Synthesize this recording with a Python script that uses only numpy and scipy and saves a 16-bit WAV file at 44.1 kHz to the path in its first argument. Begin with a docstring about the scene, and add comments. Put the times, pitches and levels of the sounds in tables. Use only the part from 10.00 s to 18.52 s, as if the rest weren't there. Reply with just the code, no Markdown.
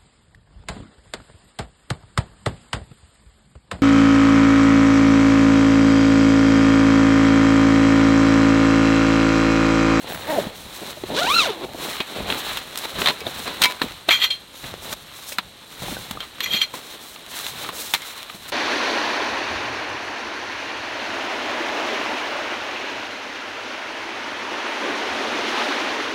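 """Camping gear at night

Camping gear is handled outdoors, close to a small microphone, over night air with faint insects.
Filtered noise and clicks make the air, the rubbing cloth and the gear dragged over the ground.
Tones and tooth clicks make two zips run along a canvas bag; dull bumps are short damped notes.
Metal chair poles knock together and scrape through their sockets: noise and ringing resonances."""
import sys
import numpy as np
from scipy import signal
from scipy.fft import rfft, irfft
from scipy.io import wavfile
from scipy.ndimage import uniform_filter1d

SR = 44100
rng = np.random.default_rng(int(sys.argv[2]) if len(sys.argv) > 2 else 0)


def log_audio(samples):
    """Write samples as a 16-bit WAV file to the path given in sys.argv[1]."""
    # one column per channel
    frames = np.atleast_2d(samples).T
    # limit to full scale, then quantise
    limited = np.clip(frames, -1, 1)
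    pcm = np.round(limited * 32767).astype(np.int16)
    wavfile.write(sys.argv[1], SR, pcm)


def rack_gain(trim_db):
    """Turn a fader trim in dB into the linear factor to multiply a signal by."""
    fader = np.asarray(trim_db, float)
    return 10 ** (fader / 20)


N = 375732
TIME = np.arange(N) / SR

# colour of rubbing cloth, also of the crack of a blow: (frequency [Hz], gain [dB])
RUB_COLOUR = [(300, -32), (700, -4.5), (1000, 3), (2500, 3.5), (4400, 1.5), (5200, -18), (8000, -38.5)]
# colour of the flapping bag: (frequency [Hz], gain [dB])
FLAP_COLOUR = [(60, -26), (150, 0), (250, 4.5), (600, 4), (900, -0.5), (2000, -32)]
# colour of the cloth's hissing nap, also of the tick of a blow: (frequency [Hz], gain [dB])
NAP_COLOUR = [(2500, -37), (4500, 4.5), (5200, 10.5), (8000, 9), (11000, 5.5), (15000, 3.5)]
# the microphone port lifts the sound near 4 kHz and dulls what lies above: (frequency [Hz], gain [dB])
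PORT_COLOUR = [(20, -7), (60, 7.5), (2600, 0), (4000, 6), (4400, -1), (4900, -7), (8000, -6), (16000, -3)]


def unit(x):
    """Scale to rms 1."""
    return x / np.sqrt(np.mean(x ** 2))


def colour(x, *spectra):
    """Causal filter whose gain follows (frequency [Hz], gain [dB]) points."""
    log_hz = np.log(np.maximum(np.fft.rfftfreq(2 ** 11, 1 / SR), 1))
    gain_db = 0
    for spectrum in spectra:
        hz, db = np.array(spectrum).T
        gain_db = gain_db + np.interp(log_hz, np.log(hz), db)
    # folding the cepstrum onto its first half gives the filter minimum phase
    cepstrum = irfft(np.log(rack_gain(gain_db)))
    cepstrum[1:2 ** 10] *= 2
    cepstrum[2 ** 10 + 1:] = 0
    impulse = irfft(np.exp(rfft(cepstrum)))
    return signal.fftconvolve(x, impulse)[:len(x)]


def ring(x, hz, width_hz):
    """One resonance, gain 1 at its centre."""
    return signal.lfilter(*signal.iirpeak(hz, hz / width_hz, SR), x)


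def walk(rate):
    """Random levels held 1 / rate seconds and smoothed into slopes; spread near 1."""
    hold = int(SR / rate)
    steps = np.repeat(rng.standard_normal(N // hold + 1), hold)
    return 1.3 * uniform_filter1d(uniform_filter1d(steps, hold), hold)[:N]


def grit(rate, spread_db):
    """Scattered clicks, about rate per second, mostly small, a few large; rms 1."""
    chance = rng.random((3, N))
    size = rack_gain(-spread_db * np.log(1 - chance[1])) * np.sign(chance[2] - .5)
    return unit(size * (chance[0] < rate / SR))


def swells(rows, rest_db, quickness):
    """Level in dB of each layer: every gesture rises to its peak and falls away, over a level at rest."""
    peak_s, rise, fall, *layers = np.array(rows).T
    coarse = TIME[::32]
    since = coarse[:, None] - peak_s
    # rises and falls per 10 dB are kept between 3 ms and 1 s
    before = -since / np.clip(rise, .003, 1)
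    after = since / np.clip(fall, .003, 1)
    away = np.where(since < 0, before, after)
    levels = []
    for db, rest, quick in zip(layers, rest_db, quickness):
        power = 10 ** (-quick * away) @ rack_gain(2 * db) + rack_gain(2 * rest)
        levels.append(np.interp(TIME, coarse, 10 * np.log10(power)))
    return levels


def night():
    """Soft air is coloured noise; distant insect choruses are narrow bands of trilling noise."""
    # colour of the night air: (frequency [Hz], gain [dB])
    air_colour = [(20, 3), (100, 0), (1000, -3), (4000, 1.5), (9000, -3), (16000, -17)]
    # insect choruses: (frequency [Hz], width [Hz], level [dB], trills per second [1/s])
    insects = [(8570, 420, -61, 28), (11600, 100, -64, 51)]
    out = rack_gain(-46) * unit(colour(rng.standard_normal(N), air_colour, PORT_COLOUR))
    for hz, width_hz, db, rate in insects:
        trill = np.maximum(np.sin(2 * np.pi * rate * TIME + 2 * walk(1.7)), .2)
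        chorus = ring(ring(trill * rng.standard_normal(N), hz, width_hz), hz, width_hz)
        out = out + rack_gain(db + 1.6 * walk(2.1)) * unit(chorus)
    return out


def drag():
    """Gear dragged over the ground: low rumbling noise that swells with each pull."""
    # drags: (peak time [s], rise per 10 dB [s], fall per 10 dB [s], level [dB])
    drags = [(.11, .06, 0.5, -42.5), (.38, .08, -0.2, -39), (.666, 0.041, .03, -39), (1.1, 0.15, .1, -40),
             (1.324, .12, 0, -40), (1.48, .05, .05, -48), (1.7, 0.061, .25, -42), (2.2, 0.017, 0.1, -31),
             (2.29, 0.034, 0.07, -34), (2.5, .04, 0.2, -42), (3.006, 0.072, 0.08, -34),
             (3.278, .04, 0, -39), (3.39, 0.11, 0.2, -40.5), (3.616, 0.11, .05, -48),
             (3.824, .02, 0.2, -42), (4.1, .03, 0.2, -46), (4.655, 0.017, .12, -35), (4.9, 0.079, 0.2, -44),
             (5.1, 0.067, .03, -56), (5.47, 0.11, .05, -48), (5.85, 0.044, 0.2, -35), (5.92, .04, 0.5, -54),
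             (6.16, .08, .06, -43), (6.508, .05, .1, -44), (6.74, 0.0091, -0.1, -48),
             (7.55, 0.13, 0.2, -45.5), (7.94, .01, .04, -51), (8.35, .02, 1.5, -55), (8.5, 0.13, .1, -52)]
    # level between drags: (level [dB])
    drag_rest = [-65]
    # colour of the rumble: (frequency [Hz], gain [dB])
    drag_colour = [(15, -25), (35, -5), (60, -4.5), (130, -3.5), (200, -5.5), (500, -48.5)]
    level_db, = swells(drags, drag_rest, [1])
    return rack_gain(level_db) * unit(colour(rng.standard_normal(N), drag_colour))


def cloth():
    """Fibres slip in dense grains; the slack bag flaps beneath them and stiff folds snap."""
    # rustles: (peak time [s], rise per 10 dB [s], fall per 10 dB [s],
    #           rub level [dB], flap level [dB], nap hiss level [dB]); times hold at quickness 1
    rustles = [(.11, 0.13, 0.4, -36, -36, -39.5), (.38, 0.17, 0.14, -33, -26, -38),
               (.5, 0.042, -0.2, -40, -46, -39.5), (.6, 0.059, 0.2, -43.5, -46, -40.5),
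               (.666, 0.034, 0.5, -49, -42.5, -50), (.71, .04, 1, -44, -53, -43.5),
               (.82, .01, 0.3, -49, -37, -49), (.91, 0.14, .02, -36, -40, -37),
               (1.105, 0.029, 0.76, -45, -26.5, -56), (1.2, 0.099, 0.2, -29, -31, -46),
               (1.324, 0.15, 0.11, -28, -41, -29.5), (1.474, .05, .06, -25.5, -31, -40),
               (1.65, 0.095, 0, -35, -32, -52), (1.855, 0.063, 0.09, -29, -29.5, -28),
               (1.95, 0.11, 0.15, -32, -40, -36.5), (2.008, 0.0078, 0.01, -24.5, -23, -39),
               (2.1, 0.066, 0.2, -38, -38, -43.5), (2.158, .03, 0.2, -33.5, -28.5, -39),
               (2.31, 0.061, 0.18, -27, -27, -32), (2.47, .05, 0.15, -29.5, -32, -36),
               (2.575, 0.11, .04, -30.5, -43, -35), (2.78, 0.19, 0.6, -37, -39.5, -42),
               (2.856, 0.021, -0.12, -25.5, -29, -35), (2.91, 0.028, 0.3, -48, -45, -39),
               (3.015, 0.07, 0.15, -28.5, -25, -32), (3.108, 0.096, -0.02, -20.5, -27, -37),
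               (3.158, 0.024, 0.6, -39, -52, -51), (3.275, 0.071, 0.07, -39, -30, -44),
               (3.39, 0.14, 0.36, -34, -38.5, -38), (3.472, 0.016, 0.13, -29, -35, -39.5),
               (3.616, 0.051, 0.1, -37, -28.5, -37), (3.7, 0.11, 0.08, -33.5, -40, -39.5),
               (3.824, 0.015, 0.1, -31, -32.5, -36), (4.088, 0.0062, 0, -40, -19.5, -30),
               (4.2, 0.075, .1, -39, -40, -52), (4.318, 0.095, -0.5, -40, -47, -63),
               (4.55, 0.035, 0.45, -44, -56, -44), (4.64, 0.027, 0.25, -37, -41, -45),
               (4.856, 0.055, 0.08, -36.5, -38, -36), (4.938, 0.092, -0.01, -34.5, -37, -34.5),
               (5.1, 0.11, 0.3, -44, -61, -46.5), (5.235, 0.027, .03, -42.5, -52, -42),
               (5.33, 0.13, 0.04, -41, -50.5, -34), (5.835, 0.047, 0.2, -37, -44, -41),
               (5.75, .15, .05, -45, -49, -46.5), (5.9, 0.12, 0.2, -34, -38, -35.5),
               (6.124, 0.11, 0.28, -41, -45, -44), (6.225, 0.022, .04, -36.5, -55, -54),
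               (6.53, 0.23, 0.23, -40.5, -41, -49), (6.74, .006, 0.15, -35, -37, -37.5),
               (6.95, 0.22, .08, -40.5, -49, -42.5), (7.03, 0.069, .15, -42.5, -45, -38.5),
               (7.2, 0.14, 0.4, -45, -48, -55), (7.39, 0.1, 0.54, -33.5, -50.5, -34),
               (7.55, 0.05, 0.45, -39.5, -46, -47), (7.64, 0.046, .03, -32, -39, -38),
               (7.77, 0.085, 0.3, -41, -43.5, -34.5), (7.94, .004, 0.02, -25.5, -39, -25.5),
               (8.08, .15, .12, -37, -62.5, -39), (8.2, .1, .15, -36, -55, -42),
               (8.297, .02, -0.7, -42.5, -52, -47), (8.35, 0.016, .04, -42, -44, -40),
               (8.5, 0.078, 0, -34, -44, -36.5)]
    # the cloth never rests, levels between rustles: (rub [dB], flap [dB], nap [dB])
    stir = [-50.5, -52.5, -56.5]
    # how fast each layer comes and goes: (rub [ratio], flap [ratio], nap [ratio])
    quickness = [1., 1.7, 1.19]
    # stiff folds snap with short notes: (frequency [Hz], width [Hz], level over the rub [dB])
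    fold_modes = [(450, 310, -12), (740, 510, -11), (1200, 370, -11.5), (2000, 1500, -13)]
    rub_db, flap_db, nap_db = swells(rustles, stir, quickness)
    grip = walk(35)  # shared by rub, nap and flap
    fibres = grit(5000, 2.4) + 0.75 * rng.standard_normal(N)
    rub = rack_gain(rub_db + 1.44 * grip) * unit(colour(fibres, RUB_COLOUR, PORT_COLOUR))
    nap = rack_gain(nap_db + 1.2 * grip + 2.6 * walk(50)) * unit(colour(fibres, NAP_COLOUR, PORT_COLOUR))
    flap = rack_gain(flap_db + 0.62 * grip + 1.0 * walk(25)) * unit(colour(grit(900, 2.47), FLAP_COLOUR))
    folds = sum(rack_gain(db) * unit(ring(grit(120, 2.5), hz, width_hz)) for hz, width_hz, db in fold_modes)
    return rub + nap + flap + rack_gain(rub_db) * folds


def thumps():
    """Gear bumps through canvas: a dull, quickly damped note under a soft crack."""
    # bumps: (time [s], relative body level [dB], body frequency [Hz], relative crack level [dB])
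    bumps = [(0.15, -23, 180, -40), (0.466, -14.5, 204, -29), (0.503, -27, 474, -38),
             (0.814, -22, 308, -35), (0.968, -20, 613, -36), (1.034, -13, 368, -24.5), (1.1, -19, 670, -35),
             (1.744, -18.5, 660, -33), (1.796, -21, 315, -40), (2.0, -17, 410, -17), (2.205, -21, 253, -39),
             (2.255, -18.5, 740, -25), (2.321, -14.5, 256, -11), (2.85, -16, 900, -19),
             (2.952, -22, 646, -32), (2.989, -27, 390, -27.5), (3.015, -11.5, 407, -6.5),
             (3.214, -18.5, 450, -33), (3.264, -10.5, 642, -11), (3.398, -25, 250, -27),
             (3.474, -17, 1084, -32), (3.612, -20.5, 202, -21), (3.814, -4.5, 1010, -8),
             (3.838, -15, 257, -36), (4.084, -12, 333, -30), (4.085, -8.5, 693, -7), (4.638, -26, 134, -23),
             (4.926, -18.5, 610, -20.5), (5.318, -24, 588, -22), (5.382, -22, 180, -40),
             (5.382, -14, 1340, -21), (5.818, -21.5, 121, -36), (5.88, -17, 775, -31),
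             (5.919, -20, 230, -35), (5.964, -18, 1520, -36), (6.107, -21, 216, -18),
             (6.17, -17, 1220, -31), (6.54, -21.5, 203, -43), (6.737, -16, 1010, -30),
             (7.158, -27, 1200, -20), (7.61, -24, 604, -33), (7.66, -21, 1290, -32.5),
             (7.688, -16.5, 1130, -30.5), (7.73, -26, 497, -39.5), (7.935, -12, 923, -24),
             (8.295, -21.5, 1230, -28), (8.343, -28, 190, -41)]
    out, t = np.zeros(N + SR), np.arange(SR // 6) / SR
    push = 1 - np.exp(-(t / 0.0032) ** 4)  # soft contact: the force builds up
    for s, body_db, body_hz, crack_db in bumps:
        # a 300 Hz note falls by 60 dB in 39 ms; higher notes die sooner
        fade = np.exp(-np.log(1000) * t / 0.039 * (body_hz / 300) ** 0.19)
        noise = rng.standard_normal((2, len(t)))
        body = np.sin(2 * np.pi * body_hz * t) + 0.42 * unit(colour(noise[0], FLAP_COLOUR))
        crack = unit(colour(noise[1], RUB_COLOUR, PORT_COLOUR)) * fade
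        i = int(s * SR)
        out[i:i + len(t)] += (1.29 * rack_gain(body_db) * body + 2.1 * rack_gain(crack_db) * crack) * fade * push
    return out[:N]


def pull():
    """The small metal tab knocks on the zip's slider and rings very high, as a sum of fading sines."""
    # knocks of the tab: (time [s], level [dB])
    tinkles = [(0.092, -48), (0.128, -36), (0.14, -42), (0.205, -46)]
    # notes of the tab: (frequency [Hz], level [dB], time to fall by 60 dB [s])
    pull_modes = [(7900, -4, .03), (10800, -6, .2), (12450, -6, .13), (14700, -10, .12), (15700, 4, .15)]
    out, t = np.zeros(N), np.arange(SR // 5) / SR
    note = 0
    for hz, db, t60 in pull_modes:
        note = note + rack_gain(db) * np.sin(2 * np.pi * hz * t) * np.exp(-np.log(1000) * t / t60)
    for s, db in tinkles:
        out[int(s * SR):][:len(t)] += rack_gain(db) * note
    return out


def play(run):
    """Columns of a curve at every sample, and a gate that is open while it lasts."""
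    s, *columns = np.array(run).T
    gate = uniform_filter1d(1. * (TIME > s[0]) * (TIME < s[-1]), size=200)
    return gate, [np.interp(TIME, s, column) for column in columns]


def zipper(run, tooth, slider, per_order_db, uneven, rough_db):
    """The slider passes tooth after tooth: a tone at the tooth rate and a click for each tooth."""
    gate, (rate, tone_db, click_db) = play(run)
    phase = np.cumsum(rate * gate * (1 + uneven * walk(250))) / SR  # teeth passed so far
    slider_hz, slider_db = np.array(slider).T
    tone = 0
    for order in range(1, 4):
        resonance_db = np.interp(np.log(order * rate), np.log(slider_hz), slider_db)
        order_db = tone_db + (order - 1) * per_order_db + resonance_db + rough_db * walk(200)
        tone = tone + rack_gain(order_db) * np.sqrt(2) * np.sin(2 * np.pi * order * phase)
    # each tooth snaps in with its own force and rasps briefly after
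    force = rack_gain(rough_db * rng.standard_normal(N // 20))[phase.astype(int)]
    since = (phase % 1) / rate
    rasp = 0.17 * np.exp(-since / 0.003) * rng.standard_normal(N)
    snap = force * (np.exp(-since * SR / 3.0) + rasp)
    clicks = colour(gate * snap, tooth, PORT_COLOUR)
    # even out the clicks so that the click level sets their strength
    power = uniform_filter1d(clicks ** 2, size=2000) + 1e-9
    return gate * (tone + rack_gain(click_db) * clicks / np.sqrt(power))


def slow_zip():
    """A slow zip run: its tooth rate gives a low buzz."""
    # the run: (time [s], mean teeth per second [1/s], tone level before resonance [dB], click level [dB])
    slow_run = [(0.09, 93, -45, -33), (0.156, 76, -42, -30.5), (0.188, 51, -52, -43), (0.244, 97, -47, -37),
                (0.264, 175, -37, -37), (0.284, 288, -27, -29), (0.306, 317, -20.5, -28),
                (0.352, 290, -22, -31), (0.388, 203, -17.5, -36), (0.414, 171, -25, -33),
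                (0.43, 120, -30, -37), (0.52, 36, -43, -50)]
    # colour of one tooth click: (frequency [Hz], gain [dB])
    slow_tooth = [(100, -15), (300, -10), (700, 7), (1300, 0), (1800, 8), (3000, -4), (6000, -5),
                  (15000, -3)]
    # resonances of slider and tape: (frequency [Hz], gain [dB])
    slow_slider = [(60, -11), (200, -13), (300, -8.5), (420, -4.5), (600, 0), (900, -5), (1500, -18)]
    return zipper(slow_run, slow_tooth, slow_slider, per_order_db=-1.5, uneven=.045, rough_db=2.8)


def fast_zip():
    """A fast zip run: its tooth rate climbs to a high whine and drops again."""
    # the run: (time [s], mean teeth per second [1/s], tone level before resonance [dB], click level [dB])
    fast_run = [(1.09, 134.2, -40, -49), (1.112, 196.2, -34, -54), (1.135, 270.7, -25.5, -39),
                (1.164, 433, -29.5, -23.5), (1.19, 561.3, -20, -20.5), (1.224, 691, -20.5, -26),
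                (1.252, 733, -25, -23.5), (1.27, 864, -20.5, -26), (1.296, 1053, -16, -22.5),
                (1.316, 1177, -13, -25), (1.335, 1266, -22.5, -25), (1.352, 1364, -21, -24),
                (1.378, 1380, -24, -17.5), (1.402, 1314, -20.5, -15.5), (1.414, 1205, -18, -17),
                (1.43, 1082, -22, -21), (1.464, 668, -28, -24.5), (1.484, 529.5, -28, -39),
                (1.498, 437, -23, -35), (1.52, 402, -34, -36.5), (1.56, 329.4, -38, -57),
                (1.606, 345, -39.5, -62), (1.632, 361, -34, -42), (1.655, 373, -36, -46)]
    # colour of one tooth click: (frequency [Hz], gain [dB])
    fast_tooth = [(100, -15), (400, -15), (1000, -13), (1800, -7.5), (3000, -0.5), (6000, 3),
                  (15000, -18.5)]
    # resonances of slider and tape: (frequency [Hz], gain [dB])
    fast_slider = [(150, -10), (500, 2), (750, -5.5), (1000, -2.5), (1300, -2.5), (1450, 5), (1900, -10),
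                   (2300, -9), (2650, 7), (3300, -14), (4000, 11), (4600, 13)]
    return zipper(fast_run, fast_tooth, fast_slider, per_order_db=-5, uneven=.023, rough_db=4.0)


def pole_body(x, rasp, modes, grips):
    """The pole answers a push with a raw rasp and its ringing modes."""
    out = colour(x, rasp)
    for grip, (hz, width_hz, db) in zip(grips, modes):
        out = out + rack_gain(db) * ring(x * grip, hz, width_hz)
    return out


def scrapes():
    """A pole chatters through its socket: dense clicks and a few clear jolts ring the pole's modes."""
    # strokes: (peak time [s], rise per 10 dB [s], fall per 10 dB [s],
    #           main level [dB], shrill level [dB], dull level [dB])
    strokes = [(4.112, 0.011, 0.0415, -11, -27, -15.5), (4.205, 0.0074, 0.0456, -20, -43, -33),
               (4.228, 0.017, .015, -13, -38, -23.5), (4.244, 0.018, .015, -8.5, -27.5, -15.5),
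               (4.308, .004, 0.03, -18.5, -51, -36), (6.444, 0.014, -0.01, -17.5, -26.5, -27),
               (6.478, 0.038, -0.03, -31.5, -46.5, -27), (6.54, 0.026, 0.0467, -15, -29.5, -25.5),
               (6.576, .012, -0.01, -24, -38, -22), (6.62, 0.011, 0.016, -13, -36.5, -27),
               (6.638, .012, 0.0049, -19, -37, -25.5)]
    # levels between strokes: (main [dB], shrill [dB], dull [dB])
    scrape_rest = [-120, -120, -120]
    # clear jolts within the scrapes: (time [s], relative level [dB])
    jolts = [(4.2047, -25), (4.2177, -10), (4.2414, -3.5), (4.3044, -9), (6.439, -22), (6.46, -21),
             (6.5183, -17.5), (6.5354, -13), (6.575, -23), (6.616, -3.5)]
    # modes of the pole: (frequency [Hz], width [Hz], gain [dB])
    pole_modes = [(1525, 76, -16), (1710, 68, -32.5), (2053, 87, -3.5), (2380, 110, 0), (3206, 28.5, 18),
                  (3610, 57, -28), (4142, 43, 12.5), (4420, 74, -30), (4740, 15, -31), (4850, 20, -22),
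                  (5850, 29, -9), (6100, 83, -32), (6510, 54, -52), (6750, 25, -11), (6910, 16, -47),
                  (8810, 39, -40), (9100, 31, -48), (10000, 60, -28), (10200, 17, -36), (12500, 43, -22),
                  (12600, 320, -21), (13600, 38, -30)]
    # raw noise under the low modes: (frequency [Hz], gain [dB])
    dull_rasp = [(400, -56), (1200, -17), (2200, -28), (3200, -20), (5000, -51)]
    # raw noise under the middle modes: (frequency [Hz], gain [dB])
    main_rasp = [(1500, -26), (2800, -3.5), (4200, -3), (5000, -16), (8000, -52)]
    # the close cluster of the top modes, as noise: (frequency [Hz], gain [dB])
    shrill_rasp = [(4000, -78), (5500, -42), (7000, -57), (11000, -34), (12300, -31), (14000, -37),
                   (15800, -42), (16400, -55)]
    main_db, shrill_db, dull_db = swells(strokes, scrape_rest, [1, 1, 1])
    chatter = (grit(7600, 1.1) + .5 * rng.standard_normal(N)) * rack_gain(0.56 * walk(150))
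    push = rack_gain(main_db) * chatter
    jolt = np.exp(-np.arange(SR // 50) / SR / 0.0047)
    for s, db in jolts:
        push[int(s * SR):][:len(jolt)] += 0.74 * rack_gain(db) * jolt * rng.standard_normal(len(jolt))
    out = 0
    # mode groups: from Hz, to Hz, noise colour, level over the main one in dB
    for lo_hz, hi_hz, rasp, share_db in [(0, 2700, dull_rasp, dull_db - main_db),
                                         (2700, 4700, main_rasp, 0),
                                         (4700, 16000, shrill_rasp, shrill_db - main_db)]:
        modes = [mode for mode in pole_modes if lo_hz <= mode[0] < hi_hz]
        # the grip shifts along the pole, so each mode is driven now harder, now softer
        grips = [rack_gain(1.8 * walk(30)) for _ in modes]
        scraped = pole_body(push * rack_gain(share_db), rasp, modes, grips)
        out = out + scraped / np.std(pole_body(chatter, rasp, modes, grips))
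    return out


def clacks():
    """Pole on pole: a crack, a bright tick, and the frame's modes near the struck note ring on."""
    # blows: (time [s], relative crack level [dB], struck note [Hz], relative tick level [dB],
    #         damping [ratio, 1 = plain ring, less rings longer])
    blows = [(2.0039, -7.5, 3000, -43, 1.05), (2.3017, -8, 3160, -45, 1.4), (2.5721, -11, 3350, -32, 1.5),
             (2.7748, -15.5, 3570, -27, 1.3), (2.7874, -25, 3530, -29, 2.8), (2.9898, -14, 1260, -46, 0.72),
             (3.0595, -1, 3500, -35, 1.1), (3.0726, 0.5, 3740, -36, 0.77), (3.0856, -3, 4190, -32, 1),
             (3.1044, -10, 1010, -38, 1.2), (3.205, -22.5, 2420, -40, 0.95),
             (3.4767, -15.5, 1170, -39, 0.88), (3.6185, -0.5, 3630, -19.5, 0.89),
             (3.627, -1.5, 3600, -25, 1.3), (3.6366, 0.5, 3400, -20, 0.85), (3.6381, -11, 2300, -50, 0.7),
             (3.6444, 2.5, 2300, -19, 2.4), (3.6451, -13, 1010, -50, 0.47), (3.656, -2, 2300, -24.5, 1.1),
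             (3.7, -19, 3920, -44, 1.8), (3.71, -16, 3980, -42, 1.2), (3.7984, -24, 1560, -51, 1.1),
             (3.8174, -2, 1010, -34, 1.9), (4.0906, 3, 3600, -34, 1.6), (4.1081, 1.5, 2050, -42, 1.3),
             (4.1168, -9, 2390, -36, 1.), (4.127, -12, 2380, -42, .93), (4.1383, -16, 3190, -45, 1.1),
             (4.9277, -16.5, 1350, -36.5, 1), (5.323, -21, 2800, -40, 0.91), (5.3845, -1, 3850, -30.5, 1.5),
             (6.111, -19, 4020, -31, 2.5), (6.2048, -15, 3280, -45.5, .83), (6.4054, -9, 3320, -35, 1),
             (7.4653, -16.5, 3720, -39, 1.1), (7.6893, -12.5, 1080, -41, 1.9), (7.9378, 0, 3860, -25, 0.93),
             (7.9479, -5, 2100, -38.5, 1.6), (8.0197, -21, 2100, -41, 1.3), (8.2995, -18.5, 1200, -54, 2.2)]
    # modes of the bundled frame: (mean frequency [Hz], width at damping 1 [Hz], gain [dB])
    frame_modes = [(1010, 19, -8), (1270, 50, -5), (1560, 80, -1), (2120, 22, 1.5), (2300, 19.3, -0.5),
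                   (2560, 22, -3), (2820, 52, -1.5), (3200, 36, -4.5), (3580, 57, -3.5), (3850, 170, 1),
                   (4140, 28, -4), (4900, 42, -13), (5420, 38, -17), (5800, 90, -15), (6570, 58, -15.5),
                   (8190, 110, -13), (9920, 130, -18), (12400, 80, -17.5), (12900, 56, -19),
                   (13600, 66, -29), (14200, 44, -22)]
    out, t = np.zeros(N + SR), np.arange(SR // 6) / SR
    hz, width_hz, db = np.array(frame_modes).T[:, :, None]
    high = hz[:, 0] > 4700  # these modes ring with the tick, the others with the crack
    snap = np.exp(-t / 0.00097)  # hard first contact
    fade = np.exp(-np.log(1000) * t / 0.049)
    for s, crack_db, note_hz, tick_db, damping in blows:
        damping = np.clip(damping, .4, 8)
        # the ring loses 4.5 dB for each doubling of the damping
        ring_db = 1.5 - 4.5 * np.log2(damping)
        noise = rng.standard_normal((2, len(t)))
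        # every blow lands elsewhere and wakes the modes differently
        strike = rng.standard_normal((2, len(hz), 1))
        wave = np.sin(2 * np.pi * hz * (1 + 0.0073 * strike[1]) * t)
        modes = rack_gain(2.2 * strike[0]) * wave * np.exp(-np.pi * damping * width_hz * t)
        # modes weaken by 45 dB for each octave away from the struck note
        weight = rack_gain(db - 45.0 * np.abs(np.log2(hz / note_hz)))[~high]
        low_ring = (weight / weight.max() * modes[~high]).sum(axis=0)
        high_ring = (rack_gain(db) * modes)[high].sum(axis=0)
        crack = unit(colour(noise[0], RUB_COLOUR, PORT_COLOUR)) * fade * (1 + 1.36 * snap)
        crack = crack + rack_gain(ring_db) * low_ring
        tick = unit(colour(noise[1], NAP_COLOUR, PORT_COLOUR)) * fade * (1 + 3.0 * snap)
        tick = tick + rack_gain(ring_db + 15) * high_ring
        i = int(s * SR)
        out[i:i + len(t)] += 0.27 * rack_gain(crack_db) * crack + 0.95 * rack_gain(tick_db) * tick
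    return out[:N]


def scene():
    """Everything close and dry, under the open sky."""
    soft = night() + drag() + cloth() + thumps()
    zips = slow_zip() + fast_zip() + pull()
    poles = scrapes() + clacks()
    return (soft + zips + poles)[None]


def band_limit(x):
    """A steep low-pass at the top of the band."""
    return signal.sosfilt(signal.butter(12, 16990, fs=SR, output="sos"), x)


def record(dry):
    """Loud peaks are rounded off and the top above 15.8 kHz is cut."""
    rounded = np.tanh(0.95 * dry) / 1.165
    top_cut = signal.ellip(8, .2, 60, 15800, fs=SR, output="sos")
    mix = signal.sosfilt(top_cut, rounded)
    return band_limit(mix)


dry = scene()
out = record(dry)
log_audio(out)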